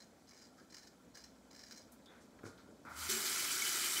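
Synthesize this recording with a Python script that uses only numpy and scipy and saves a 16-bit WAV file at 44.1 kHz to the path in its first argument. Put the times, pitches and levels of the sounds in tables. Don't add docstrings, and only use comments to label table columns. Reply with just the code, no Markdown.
import sys
import numpy as np
from scipy import signal
from scipy.fft import rfft
from scipy.io import wavfile
from scipy.ndimage import uniform_filter1d

SR = 44100
rng = np.random.default_rng(int(sys.argv[2]) if len(sys.argv) > 2 else 0)


def wav_out(sig):
    wavfile.write(sys.argv[1], SR, np.round(np.clip(np.atleast_2d(sig).T, -1, 1) * 32767).astype(np.int16))


N = 176400

# (time [s], level [dB])
ROOM_LEVEL = [(0, -65.5), (1.8, -64), (2.1, -62.5), (4, -63)]
# (frequency [Hz], density [dB per Hz])
HUM_SPECTRUM = [(35, -44), (48, -4), (140, -17), (240, -11.5), (322, -12), (552, -7.5), (871, -15.5),
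                (1270, -20), (1380, -8.5), (1660, -51), (2600, -37.5), (4900, -32), (7800, -31.5),
                (8400, -39.5), (15500, -42.5)]
# (frequency [Hz], width [Hz], gain [dB])
FAN_MODES = [(244.3, 87, 9.5), (1504, 65, -6)]
# (time [s], peak [dB], rattle brightness
# above 700 Hz [dB])
BUMPS = [(2.427, -45, 3.5), (2.435, -36.5, -4.5), (2.451, -43.5, 1), (2.462, -41, -0.5), (2.488, -46.5, -1),
         (2.582, -51.5, 23), (2.686, -47.5, -29), (2.849, -48.5, -9)]
# (frequency [Hz], density [dB per Hz])
BUMP_SPECTRUM = [(40, -35), (95, -2.5), (170, -7), (300, -3), (420, -2.5), (560, -11.5), (800, -20.5),
                 (1400, -9), (2300, -23), (3200, -41)]
# (time [s], level before halving [dB], pitch [Hz], t60 [s], width as share of pitch [1], rise [s])
TICKS = [(0.573, -56, 1280, 0.2, 0.057, 0.0084), (0.577, -58, 1620, 0.27, 0.27, 0.012),
         (1.917, -53, 10400, 0.13, 0.97, 0.0052), (2.058, -52.5, 4430, 0.038, 0.9, 0.0012),
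         (2.058, -55.5, 3540, 0.29, 0.11, .001), (2.08, -51.5, 1430, 0.54, 1, 0.06),
         (2.2, -56.5, 5550, 0.22, 0.97, 0.027), (2.388, -51.5, 1500, 0.08, 0.64, 0.002),
         (2.443, -48, 5300, 0.27, 0.96, 0.027), (2.574, -58.5, 3930, 0.26, 0.66, 0.0043)]
# (frequency [Hz], level [dB])
BOWL_MODES = [(223, -52), (375, -51.5), (404, -53)]
# (frequency [Hz], width [Hz], gain per pass [dB])
DRAIN_MODES = [(144, 84, -5), (236, 33, -7.5), (289, 42, -5), (354, 68, -1.5)]
# (time [s], level [dB])
FLOW_LEVEL = [(2.85, -70), (2.882, -82), (2.892, -68.5), (2.955, -59.5), (2.975, -50.5), (3.035, -44.5),
              (3.088, -45), (3.097, -36.5), (3.2, -40.5), (3.26, -38.5), (3.58, -39.5), (3.65, -38),
              (3.92, -38), (4, -37.5)]
# (frequency [Hz], density [dB per Hz])
PIPE_SPECTRUM = [(520, -17.5), (1150, -5.5), (1400, 1), (1700, -15.5), (2150, -11.5), (2900, -30.5),
                 (5000, -29), (6500, -45)]
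# (frequency [Hz], density [dB per Hz])
SPLASH_SPECTRUM = [(400, -39), (749, -25), (942, -25), (1360, 2), (1850, -3.5), (2220, -0.5), (2790, -6.5),
                   (3010, -3), (3480, -3), (4100, -1), (7550, -2.5), (15500, -9)]
# (frequency [Hz], width [Hz], gain [dB])
SPOUT_MODES = [(1395, 107, 14), (2400, 180, -7), (3050, 250, 12), (4750, 80, 4), (5520, 170, 2),
               (5900, 370, 1), (6940, 960, -1.5), (7600, 98, 14.5)]
# (time [s], level [dB], starting pitch [Hz], t60 [s])
SPLASH_RINGS = [(3.66, -40, 2960, .2), (3.615, -50, 2115, 0.072), (3.62, -28, 2218, 0.058),
                (3.595, -42, 3030, 0.13), (3.665, -37, 2250, 0.1), (3.771, -45, 3000, 0.14),
                (5.5, -38, 2300, .1), (3.844, -37.5, 3050, 0.16), (3.966, -32, 3010, 0.072)]
# (start [s], end [s], level [dB])
STROKES = [(0, -0.006, -53.5), (0.269, 0.46, -66.5), (0.567, 0.604, -69.5), (0.696, 0.877, -66),
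           (1.137, 1.26, -64.5), (1.505, 1.817, -64.5)]
# (time [s], level before division by 3 [dB])
BITES = [(0.021, -48), (0.2884, -51), (0.3082, -48), (0.3314, -55), (0.3434, -54), (0.3614, -54),
         (0.4074, -58), (0.4184, -46.5), (0.451, -51), (0.7053, -63), (0.721, -44.5), (0.7417, -39),
         (0.7655, -41.5), (0.7804, -40), (0.828, -47), (0.87, -44.5), (1.151, -39.5), (1.1692, -39),
         (1.2384, -41.5), (1.5095, -63), (1.5309, -60), (1.5454, -46), (1.5606, -44), (1.591, -43),
         (1.6074, -44.5), (1.6333, -43.5), (1.6656, -47), (1.68, -48), (1.708, -36.5), (1.721, -37.5),
         (1.759, -44), (1.773, -39.5)]
# (frequency [Hz], density [dB per Hz])
SCRAPE_SPECTRUM = [(600, -31), (900, -6), (1230, -12), (1750, -2), (2400, -11), (2760, -25), (3030, -4.5),
                   (3380, -20), (4040, -13.5), (5000, -0.5), (7500, -16), (9000, -29.5), (15500, -17.5)]
# (frequency [Hz], width [Hz], gain [dB])
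BLADE_MODES = [(1774, 100, -5), (2300, 140, -8.5), (2890, 85, -3), (4173, 36, 9.5), (4930, 110, 3.5),
               (5390, 120, 0.5), (5700, 260, -5.5), (6380, 300, -4.5), (7280, 120, -7.5)]

TILES_T60_S = 0.44
FAN_DB, HUM_PATCHY_DB, TREBLE_AIR_DB = 5, 1.5, -58.5
MOTOR_HZ, MOTOR_DB = 61, -78
TONE_WAVER_DB = 2.2
BUMP_RISE_S, BUMP_T60_S, BUMP_WET_DB = 0.0038, 0.1, -4
KNOCK_DB, RATTLE_SPREAD_DB = 21.5, 5
PIPE_S, PIPE_DB = 2.85, -53
SHUDDER_S, SHUDDER_LENGTH_S, SHUDDER_DB, SHUDDER_HZ = 3.02, 0.089, -57.5, 78.2
LAND_S, LAND_HOLD_S, LAND_T60_S = 3.088, 0.096, 0.36
DRAIN_DB = -58.5
SPOUT_DB, PATCHY_DB, FLICKER_DB = -10.5, 1.5, 1.2
SPOUT_WAVER_DB, SPUTTER_DB, WATER_WET_DB = 5, 0.5, -5
DROPS_PER_S, DROP_SPREAD_DB, DROPS_DB = 3000, 2, -3.5
RING_RISE_S, RING_GLIDE = 0.0022, .3
HAIRS_PER_S, HAIR_SPREAD_DB, BITE_HAIRS_PER_S = 1200, 3.5, 3500
PRESS_S, LIFT_T60_S = 0.0078, 0.16
BITE_RISE_S, BITE_T60_S = .0035, .055
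BLADE_RING_DB, BLADE_WAVER_DB, RAZOR_WET_DB = 4, 4, -10
NOTCH_HZ, NOTCH_WIDTH_HZ, NOTCH_SHARE = 2770, 240, 0.8
EDGE_HZ = 15750


def gain_of(db):
    return 10 ** (np.asarray(db) / 20)


def evened(x):
    return x / np.sqrt(np.mean(x ** 2) + 1e-20)


def band_even(x, lo, hi):
    z, hz = rfft(x), np.fft.rfftfreq(len(x), 1 / SR)
    energy = np.sum(abs(z[(hz > lo) & (hz < hi)]) ** 2)
    return x * len(x) / np.sqrt(2 * energy)


def since(s):
    return np.maximum(np.arange(N) / SR - s, 0)


def rise(s, length):
    return np.minimum(since(s) / length, 1)


def bell(s, length):
    return np.exp(-.5 * ((np.arange(N) / SR - s) / length) ** 2)


def curve(rows):
    times, levels = np.array(rows).T
    return gain_of(np.interp(np.arange(N) / SR, times, levels, -140, -140))


def shape(points, hz):
    f, db = np.transpose(points)
    return gain_of(np.interp(np.log(hz + 1), np.log(f + 1), db, -70))


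def colour(x, points):
    hz = abs(np.fft.fftfreq(4096, 1 / SR))
    log_spectrum = np.conj(signal.hilbert(np.log(shape(points, hz))))
    taps = np.fft.ifft(np.exp(log_spectrum)).real[:2048]
    return signal.oaconvolve(x, taps)[:len(x)]


def ring(x, peaks):
    out = np.zeros(len(x))
    for hz, width, db in peaks:
        out += gain_of(db) * signal.lfilter(*signal.iirpeak(hz, hz / width, SR), x)
    return out


def wander(size):
    smooth = uniform_filter1d(rng.standard_normal(N), size=size)
    return evened(uniform_filter1d(smooth, size=size))


def restless(x, peaks, waver_db):
    return sum(gain_of(waver_db * wander(size=1200)) * ring(x, [peak]) for peak in peaks)


def waver(hz, db):
    level = gain_of(db + TONE_WAVER_DB * wander(size=1300))
    return level * np.sin(2 * np.pi * hz * np.arange(N) / SR + .5 * wander(size=1300))


def patchy(patchy_db, flicker_db):
    real, imag, patches = rng.standard_normal((N // 128 + 5, 257, 3)).T
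    patches = uniform_filter1d(patches, size=8, axis=0)
    patches = evened(uniform_filter1d(patches, size=6, axis=1))
    flicker = evened(uniform_filter1d(rng.standard_normal(real.shape[1]), size=5))
    spectra = (real + 1j * imag) * gain_of(patchy_db * patches + flicker_db * flicker)
    return evened(signal.istft(spectra, nperseg=512, noverlap=384)[1][:N])


def clicks(per_s, spread_db):
    chance, excess, sign = rng.random(N), rng.exponential(1, N), rng.choice([-1., 1.], N)
    return evened((chance < per_s / SR) * sign * gain_of(spread_db * np.minimum(excess, 4)))


def tiles(x, wet_db):
    t = np.arange(SR // 2) / SR
    tail = rng.standard_normal(len(t)) * gain_of(-60 * t / TILES_T60_S) * (t > .003)
    return x + gain_of(wet_db) * signal.oaconvolve(x, tail / np.linalg.norm(tail))[:N]


def room():
    air = patchy(HUM_PATCHY_DB, 0.15)
    fan = gain_of(FAN_DB) * evened(ring(air, FAN_MODES))
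    hum = band_even(evened(colour(air, HUM_SPECTRUM)) + fan, 150, 900)
    low = signal.sosfiltfilt(signal.butter(2, 2400, fs=SR, output="sos"), hum)
    treble = hum - low
    motor = waver(MOTOR_HZ, MOTOR_DB) * rise(0.52, .5)
    return low * curve(ROOM_LEVEL) + treble * gain_of(TREBLE_AIR_DB) + motor


def ticks():
    out, t = np.zeros(N), np.arange(SR // 5) / SR
    for s, db, hz, t60, share, rise_s in TICKS:
        peak = [(hz, hz * np.clip(share, .01, 1), 0)]
        burst = evened(ring(ring(rng.standard_normal(len(t)), peak), peak))
        envelope = gain_of(db - 60 * t / t60) * np.minimum(t / rise_s, 1)
        out[round(s * SR):][:len(t)] += .5 * envelope * burst
    return out


def bumps():
    out, t = np.zeros(N), np.arange(SR // 5) / SR
    for s, db, bright_db in BUMPS:
        envelope = gain_of(RATTLE_SPREAD_DB * wander(size=60)[:len(t)] - 60 * t / BUMP_T60_S)
        rattle = rng.standard_normal(len(t)) * envelope * np.minimum(t / BUMP_RISE_S, 1)
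        knock = gain_of(KNOCK_DB) * (np.arange(len(t)) == round(BUMP_RISE_S * SR))
        body = colour(rattle, [(f, d + bright_db * (f > 700)) for f, d in BUMP_SPECTRUM])
        body = body + colour(knock, [(f, d - 30 * (f > 700)) for f, d in BUMP_SPECTRUM])
        out[round(s * SR):][:len(t)] += gain_of(db) * body / abs(body).max()
    return tiles(out, BUMP_WET_DB)


def basin():
    bowl_decay = gain_of(-60 * since(LAND_S + LAND_HOLD_S) / LAND_T60_S)
    bowl = sum(waver(*mode) for mode in BOWL_MODES) * bowl_decay
    gurgle = ring(ring(patchy(0.91, 1), DRAIN_MODES), DRAIN_MODES)
    drain = gain_of(DRAIN_DB) * evened(gurgle)
    shudder = waver(SHUDDER_HZ, SHUDDER_DB) * bell(SHUDDER_S, SHUDDER_LENGTH_S)
    return rise(LAND_S, 0.0039) * (bowl + drain) + shudder


def pipe():
    hiss = band_even(colour(patchy(.5, 1.2), PIPE_SPECTRUM), 1000, 1800)
    return hiss * rise(PIPE_S, 0.0017) * gain_of(PIPE_DB)


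def drops():
    out = np.zeros(N)
    for hz in np.geomspace(1100, 14000, 24):
        u = np.linspace(0, 1, int(7 * SR / hz))
        envelope = np.sin(np.pi * u ** .5) ** 2
        grain = envelope * np.sin(2 * np.pi * 7 * (u + .08 * u * (u - 1)))
        grain = grain * np.sqrt(hz) / np.linalg.norm(grain)
        out += signal.oaconvolve(clicks(DROPS_PER_S / 24, DROP_SPREAD_DB), grain)[:N]
    return evened(out)


def splash_rings():
    out = np.zeros(N)
    for s, db, hz, t60 in SPLASH_RINGS:
        t = since(s)
        envelope = gain_of(db - 60 * t / t60) * rise(s, RING_RISE_S)
        out += envelope * np.sin(2 * np.pi * hz * t * (1 + RING_GLIDE * t))
    return out


def jet():
    spray = patchy(PATCHY_DB, FLICKER_DB) + gain_of(DROPS_DB) * drops()
    spout = gain_of(SPOUT_DB) * evened(restless(spray, SPOUT_MODES, SPOUT_WAVER_DB))
    stream = tiles(evened(colour(spray, SPLASH_SPECTRUM)) + spout, WATER_WET_DB)
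    stream = band_even(stream, 3000, 15000)
    before_landing = since(LAND_S) == 0
    sputter = gain_of(SPUTTER_DB * wander(size=200) * before_landing)
    return stream * curve(FLOW_LEVEL) * sputter


def blade(hairs):
    scrape = band_even(colour(hairs, SCRAPE_SPECTRUM), 3500, 7500)
    ringing = band_even(restless(hairs, BLADE_MODES, BLADE_WAVER_DB), 3500, 7500)
    return band_even(scrape + gain_of(BLADE_RING_DB) * ringing, 3500, 7500)


def razor():
    press, catch = np.zeros(N), np.zeros(N)
    for s, end, db in STROKES:
        press += rise(s, PRESS_S) * gain_of(db - 60 * since(end) / LIFT_T60_S)
    for s, db in BITES:
        catch += rise(s, BITE_RISE_S) * gain_of(db - 60 * since(s) / BITE_T60_S) / 3
    strokes = press * blade(clicks(HAIRS_PER_S, HAIR_SPREAD_DB))
    bites = catch * blade(clicks(BITE_HAIRS_PER_S, HAIR_SPREAD_DB))
    return tiles(strokes + bites, RAZOR_WET_DB)


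def scene():
    water = pipe() + jet() + splash_rings()
    mono = room() + ticks() + bumps() + basin() + water + razor()
    return np.array([mono, mono])


def record(dry):
    resonance = signal.iirpeak(NOTCH_HZ, NOTCH_HZ / NOTCH_WIDTH_HZ, SR)
    dipped = dry - NOTCH_SHARE * signal.lfilter(*resonance, dry)
    band_limit = signal.firwin(1023, EDGE_HZ, window=("kaiser", 9), fs=SR)
    return signal.oaconvolve(dipped, band_limit[None], "same")


dry = scene()
out = record(dry)
wav_out(out)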